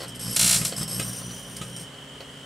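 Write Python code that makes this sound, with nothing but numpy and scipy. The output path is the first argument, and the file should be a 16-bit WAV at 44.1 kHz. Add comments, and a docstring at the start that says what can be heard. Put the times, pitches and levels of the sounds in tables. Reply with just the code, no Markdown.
"""Light bulb arcing in a microwave oven

A stereo microphone on a running oven, fan and hum behind. Inside, the arc lights once in every mains
cycle: each firing gives a low thump and a puff of hiss, sizzling through resonances that rise as the gas
heats. At its height it flares into a harsh buzz of sparks. The bulb pops and ticks; the metal box rings."""
import sys
import numpy as np
from scipy import signal
from scipy.fft import rfft, irfft, next_fast_len
from scipy.io import wavfile
from scipy.ndimage import uniform_filter1d

SR = 44100
rng = np.random.default_rng(int(sys.argv[2]) if len(sys.argv) > 2 else 0)


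def waveform_to_disk(signal):
    """Save audio, clipped to [-1, 1], as 16-bit WAV at the path in sys.argv[1]."""
    frames = np.transpose(np.atleast_2d(signal))
    scaled = np.clip(frames, -1, 1) * 32767
    samples = np.round(scaled).astype(np.int16)
    wavfile.write(sys.argv[1], SR, samples)


N = 108045
T = np.arange(N) / SR
MAINS_HZ = 60

# The fan, in the background. Each row: frequency in Hz, gain in dB.
FAN_COLOUR = [(25, -6), (60, 3.5), (110, 0), (150, -5.5), (300, -13.5), (520, -8.5), (750, -15),
              (1900, -15.5), (2600, -23.5), (3900, -24), (6500, -26.5), (8500, -22.5), (12000, -36.5),
              (15500, -42)]
# Hum of motor and transformer. Each row: frequency in Hz, level in dB.
HUM_TONES = [(60, -70), (120, -96), (137, -51.5), (241, -58.5), (274.5, -54.5), (360, -73), (411, -60),
             (540, -65)]
# Brief low drones. Each row: start and length in seconds, frequency in Hz, level in dB.
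DRONE_SWELLS = [(.64, 0.2, 200, -42), (1.69, 0.22, 160.5, -44.5)]
# Ticks of the hot glass. Each row: time in seconds, level in dB.
GLASS_TICKS = [(.005, -28), (.019, -29), (.034, -30.5), (.047, -31), (.724, -24.5), (0.829, -30.5),
               (1.217, -35), (1.308, -35), (1.943, -41), (2.206, -30.5)]
# What a tick rings with. Each row: frequency in Hz, seconds to fall 60 dB, level in dB.
GLASS_MODES = [(554, 0.021, -3), (684, 0.049, -10.5), (1404, 0.014, -8), (3400, 0.0086, -8.5),
               (4160, 0.045, -10.5), (4440, 0.017, -5)]
# One bright spit. Each row: frequency in Hz, gain in dB.
SPIT_SPECTRUM = [(2000, -17), (4500, -13), (5000, 2), (5500, -17), (9000, -5.5), (12000, -15), (15500, -29)]
# Pops of the arc. Each row: time in seconds, thump level in dB, crack level in dB.
ARC_POPS = [(0.28, -33, -43.5), (0.563, -26.5, -58), (0.6138, -26.5, -31), (0.8118, -23, -35),
            (0.9961, -26.5, -24), (1.613, -29.5, -31)]
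# Resonances of a crack. Each row: centre and width in Hz, gain in dB.
CRACK_RESONANCES = [(1265, 84, 9), (1617, 50, 4), (2554, 110, 5)]
# Noise under them. Each row: frequency in Hz, gain in dB.
CRACK_SPECTRUM = [(200, 2.5), (700, 0), (1000, -21), (2000, -5), (3400, -1), (4500, -10), (9000, -6),
                  (15000, -29)]
# Low modes of the box. Each row: frequency in Hz, seconds to fall 60 dB, level in dB.
BOX_MODES = [(112.3, 0.21, -11.5), (159.4, 0.52, -12.5), (198, 0.21, -11), (335, 0.035, -13.5)]
# Strength of the thumping. Each row: time in seconds, relative level in dB.
THUMP_LEVELS = [(0, -43), (.17, -41), (.21, -39.5), (.29, -31), (.37, -39), (.45, -27.5), (.52, -37.5),
                (.6, -33.5), (.68, -38), (.745, -48), (0.789, -30.5), (0.861, -44.5), (.95, -31),
                (1.09, -32.5), (1.17, -42), (1.278, -33), (1.38, -45.5), (1.6, -39.5), (1.68, -39),
                (1.81, -41.5), (1.85, -42)]
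# Spells of sizzling. Each row: start and end in seconds, first and last level in dB.
SIZZLE_SPELLS = [(0, .045, -37, -41.5), (.077, .095, -44, -34), (.143, .16, -54.5, -22.5),
                 (.194, .36, -34.5, -31), (.56, .69, -30.5, -29), (.69, .761, -38, -43),
                 (.763, .84, -28, -32), (.878, 1.0, -31.5, -32), (1.0, 1.205, -33.5, -35.5),
                 (1.205, 1.41, -43, -40), (1.41, 1.755, -45, -46), (1.763, 1.785, -32.5, -43.5),
                 (1.796, 1.836, -35, -44)]
# Resonances of the sizzle, before heat shifts them. Each row: centre and width in Hz, gain in dB.
GAS_RESONANCES = [(4680, 200, -7), (5270, 380, 1.5), (6080, 130, -5.5), (8200, 580, 1), (9570, 260, -6),
                  (10600, 480, -10), (13600, 900, -18)]
# Hiss under them. Each row: frequency in Hz, gain in dB.
HISS_COLOUR = [(200, -5), (600, -13), (1300, -15.5), (2500, -18), (4000, -16), (7500, -16), (10500, -13),
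               (12300, -24.5), (16000, -25)]
# Heat raises the resonances. Each row: time in seconds, frequency ratio.
HEAT_SHIFT = [(0, 1.01), (.3, 1.005), (.8, 1), (.95, 1.01), (1.07, 1.08), (1.18, 1.1), (1.33, 1.135),
              (1.52, 1.105), (1.7, 1.085), (1.82, 1.05)]
# The sizzle's thin whistle. Each row: time in seconds, gain in dB.
WHISTLE_LEVELS = [(0, -5), (.28, 3), (.8, -5.5), (.95, 4.5), (1.15, -15), (1.35, -13)]
# Runs of hard sparks. Each row: start and end in seconds, first and last level in dB.
FLARE_RUNS = [(0.3607, .37, -17.5, -15.5), (0.3918, .47, -17, -19.5), (0.4744, .55, -17.5, -18),
              (0.557, .57, -22.5, -23), (0.6467, .65, -23, -21.5)]
# Tone of a spark. Each row: frequency in Hz, gain in dB.
SPARK_COLOUR = [(150, -5), (400, -23.5), (660, -11.5), (950, -17.5), (1500, -9.5), (2200, -9.5),
                (3000, -5.5), (3600, -7), (5000, -2), (6500, -5), (7200, 1.5), (9000, 0.5), (11200, -5),
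                (12500, -12.5), (15500, -21.5)]
# Wall modes that the sparks bring out. Each row: centre and width in Hz, gain in dB.
WALL_MODES = [(680, 55, 8), (1830, 20, 14), (4065, 100, 6), (4660, 60, 6)]
# Stereo width of the arc and of the running oven. Each row: frequency in Hz, side minus mid in dB.
ARC_WIDTH = [(60, -26), (120, -49), (240, -20), (480, -14), (950, -8.5), (1890, -13), (3770, -26),
             (7520, -15), (15000, -56)]
OVEN_WIDTH = [(60, -29), (150, -30), (380, -18.5), (950, -6), (2380, -7.5), (5980, -6), (15000, -19)]
# The microphone's low end. Each row: frequency in Hz, gain in dB.
MIC_RESPONSE = [(25, -16), (45, -20), (62, -10), (90, -14), (120, -4), (160, 0.5), (250, -0.5)]


def amp(db):
    """Decibels to gain."""
    return 10 ** (np.asarray(db) / 20)


def unit(x):
    """Scales to rms 1."""
    return x / np.sqrt(np.mean(x ** 2) + 1e-20)


def shape(points, hz):
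    """Gain of a (Hz, dB) table at any frequency."""
    points_hz, db = np.transpose(points)
    return amp(np.interp(np.log(hz + 1), np.log(points_hz), db))


def peaks(table, hz):
    """Gain of a set of resonances, added in power."""
    powers = (amp(db) ** 2 / (1 + (2 * (hz - centre) / width) ** 2) ** 2 for centre, width, db in table)
    return np.sqrt(sum(powers))


def colour(x, gain):
    """Filters x by a gain that is a function of frequency."""
    size = next_fast_len(len(x) + 2048)
    return irfft(rfft(x, size) * gain(np.fft.rfftfreq(size, 1 / SR)), size)[:len(x)]


def noise(gain, samples=N):
    """White noise filtered by such a gain."""
    return colour(rng.standard_normal(samples), gain)


def add(mix, start_s, sound):
    """Mixes a sound in at its start time."""
    part = mix[max(round(start_s * SR), 0):][:len(sound)]
    part += sound[:len(part)]


def wander(rate_hz):
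    """Smooth random drift of rms 1."""
    return unit(noise(lambda hz: 1 / (1 + (hz / rate_hz) ** 4)))


def echoes(x, t60_s):
    """Dense reflections of x that fall 60 dB in t60_s."""
    t = T[:SR // 3]
    tail = rng.standard_normal(len(t)) * amp(-60 * t / t60_s) * (t > .001)
    return signal.fftconvolve(x, tail / np.linalg.norm(tail))[:N]


def room(x, width):
    """Room echoes reach the left and right of the microphone a little differently."""
    side = colour(echoes(x, t60_s=.17), lambda hz: shape(width, hz))
    return np.array([x + side, x - side])


def running_oven():
    """The background: fan noise, hum of motor and transformer, and a narrow, throbbing whine."""
    fan_db, whine_db, whine_hz, whine_width_hz, throb_depth = -43, -47.5, 3078, 340, .063
    fan = unit(noise(lambda hz: shape(FAN_COLOUR, hz)))
    hum = np.zeros(N)
    for tone_hz, db in HUM_TONES:
        phase = 2 * np.pi * (tone_hz * T + rng.random()) + .28 * wander(rate_hz=20)
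        hum += amp(db) * np.sqrt(2) * np.sin(phase)
    whine = noise(lambda hz: peaks([(whine_hz, whine_width_hz, 0)], hz))
    throb = 1 + throb_depth * np.sin(2 * np.pi * MAINS_HZ * T)
    return amp(fan_db) * fan + hum + amp(whine_db) * unit(whine * throb)


def drones():
    """Two low tones swell and fade."""
    out = np.zeros(N)
    for start, length, hz, db in DRONE_SWELLS:
        swell = np.hanning(round(length * SR))
        add(out, start, amp(db) * swell * np.sin(2 * np.pi * hz * T[:len(swell)]))
    return out


def ring(modes, t):
    """Dying modes after a blow."""
    return sum(amp(db - 60 * t / t60) * np.sin(2 * np.pi * hz * t) for hz, t60, db in modes)


def burst(gain, decay_s, rise_s=.0003):
    """Coloured noise that dies quickly."""
    t = T[:SR // 6]
    return unit(noise(gain, len(t))) * np.minimum(t / rise_s, 1) * np.exp(-t / decay_s)


def glass_ticks(snap_db=-7, snap_cutoff_hz=3600):
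    """The hot glass ticks: a snap and a short ring."""
    out = np.zeros(N)
    for start, db in GLASS_TICKS:
        snap = amp(snap_db) * burst(lambda hz: 1 / (1 + (hz / snap_cutoff_hz) ** 2), decay_s=.007)
        add(out, start, amp(db) * (ring(GLASS_MODES, T[:len(snap)]) + snap))
    return out


def arc_cracks(spit_at_s=1.5655, spit_db=-29):
    """A short crack for each pop of the arc, and one bright spit."""
    out = np.zeros(N)
    for start, _, crack_db in ARC_POPS:
        crack = burst(lambda hz: np.hypot(shape(CRACK_SPECTRUM, hz), peaks(CRACK_RESONANCES, hz)),
                      decay_s=.015, rise_s=.0016)
        add(out, start, amp(crack_db) * crack)
    add(out, spit_at_s, amp(spit_db) * burst(lambda hz: shape(SPIT_SPECTRUM, hz), decay_s=.006))
    return out


def arc_thumps(first_s=.0153, pulse_s=.0016, jitter_s=.00028, spread_db=.8, trim_db=-1):
    """Each firing and each pop pushes the air in the box and rings its low modes."""
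    lead_s = 3 * pulse_s  # the pulse begins ahead of its centre
    t = T[:SR // 5] - lead_s
    pulse = t / pulse_s * np.exp((1 - (t / pulse_s) ** 2) / 2)
    push = pulse + ring(BOX_MODES, np.maximum(t, 0))
    firings, pops = np.zeros(N), np.zeros(N)
    times, levels_db = np.transpose(THUMP_LEVELS)
    for cycle in range(int(times[-1] * MAINS_HZ)):
        late_s, stray_db = rng.normal(0, [jitter_s, spread_db])
        add(firings, first_s + cycle / MAINS_HZ + late_s - lead_s, push * amp(stray_db))
    for start, thump_db, _ in ARC_POPS:
        add(pops, start + pulse_s - lead_s, push * amp(thump_db))
    return pops + unit(firings) * amp(trim_db + np.interp(T, times, levels_db))


def arc_envelope(ignition_s=.009, burn_s=.011, edge_s=.0015, floor=.14, spread_db=.8, grain_db=1.5):
    """One grainy burn in each mains cycle while a spell lasts, with a little hiss left between burns."""
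    cycle, fraction = np.divmod((T - ignition_s) * MAINS_HZ + 1, 1)
    age = fraction / MAINS_HZ
    burn = floor + np.clip(np.minimum(age, burn_s - age) / edge_s, 0, 1)
    flicker_db = spread_db * rng.standard_normal(N)[cycle.astype(int)] + grain_db * wander(rate_hz=510)
    level = sum((T >= start) * (T < end) * amp(np.interp(T, [start, end], [first_db, last_db]))
                for start, end, first_db, last_db in SIZZLE_SPELLS)
    return unit(burn * amp(flicker_db)) * uniform_filter1d(level, size=44)


def arc_sizzle(whistle_hz=11230, whistle_width_hz=300):
    """Puffs of hiss through resonances that follow the heat of the gas; one is a thin whistle."""
    hz, t, spectrum = signal.stft(rng.standard_normal(N), SR, nperseg=1024, noverlap=768)
    cold_hz = hz[:, None] / np.interp(t, *np.transpose(HEAT_SHIFT))
    whistle = peaks([(whistle_hz, whistle_width_hz, 0)], cold_hz)
    whistle *= amp(np.interp(t, *np.transpose(WHISTLE_LEVELS)))
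    power = peaks(GAS_RESONANCES, cold_hz) ** 2 + whistle ** 2 + shape(HISS_COLOUR, hz)[:, None] ** 2
    _, hiss = signal.istft(spectrum * np.sqrt(power), nperseg=1024, noverlap=768)
    return unit(hiss[:N]) * arc_envelope()


def arc_flares(rise_s=.004, early_s=.012, early_db=-6, t60_s=.24, jitter_s=.00045, spread_db=.8):
    """One hard spark in each mains cycle; all wake the same echoes of the box, so they buzz."""
    t, out = T[:SR // 3], np.zeros(N)
    reflections = noise(lambda hz: shape(SPARK_COLOUR, hz) * np.hypot(1, peaks(WALL_MODES, hz)), len(t))
    early = amp(early_db) / (1 + (t / early_s) ** 8)
    tail = amp(-60 * t / t60_s)
    spark = reflections * np.minimum(t / rise_s, 1) * (early + tail)
    spark *= np.sqrt(SR / MAINS_HZ) / np.linalg.norm(spark)  # a run of sparks has an rms near 1
    for start, end, first_db, last_db in FLARE_RUNS:
        for due_s in np.arange(start, end, 1 / MAINS_HZ):
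            late_s, stray_db = rng.normal(0, [jitter_s, spread_db])
            level_db = np.interp(due_s, [start, end], [first_db, last_db])
            add(out, due_s + late_s, spark * amp(level_db + stray_db))
    return out


def scene():
    """Heard from the room: arc and glass ring in the metal box, over the running oven."""
    sizzle = arc_sizzle()
    hits = arc_cracks() + glass_ticks()
    boxed_sizzle = amp(-5.5) * sizzle + amp(-2) * echoes(sizzle, t60_s=.14)
    boxed_hits = hits + amp(-3) * echoes(hits, t60_s=.12)
    inside = boxed_sizzle + boxed_hits + arc_flares() + arc_thumps() + drones()
    return room(inside, ARC_WIDTH) + room(running_oven(), OVEN_WIDTH)


def record(dry):
    """The microphone loses the deepest bass, and the top treble is cut off."""
    thinned = np.array([colour(channel, lambda hz: shape(MIC_RESPONSE, hz)) for channel in dry])
    lowpass = signal.firwin(511, cutoff=15750, window=("kaiser", 9), fs=SR)
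    return signal.oaconvolve(thinned, lowpass[None], "same")


dry = scene()
out = record(dry)
waveform_to_disk(out)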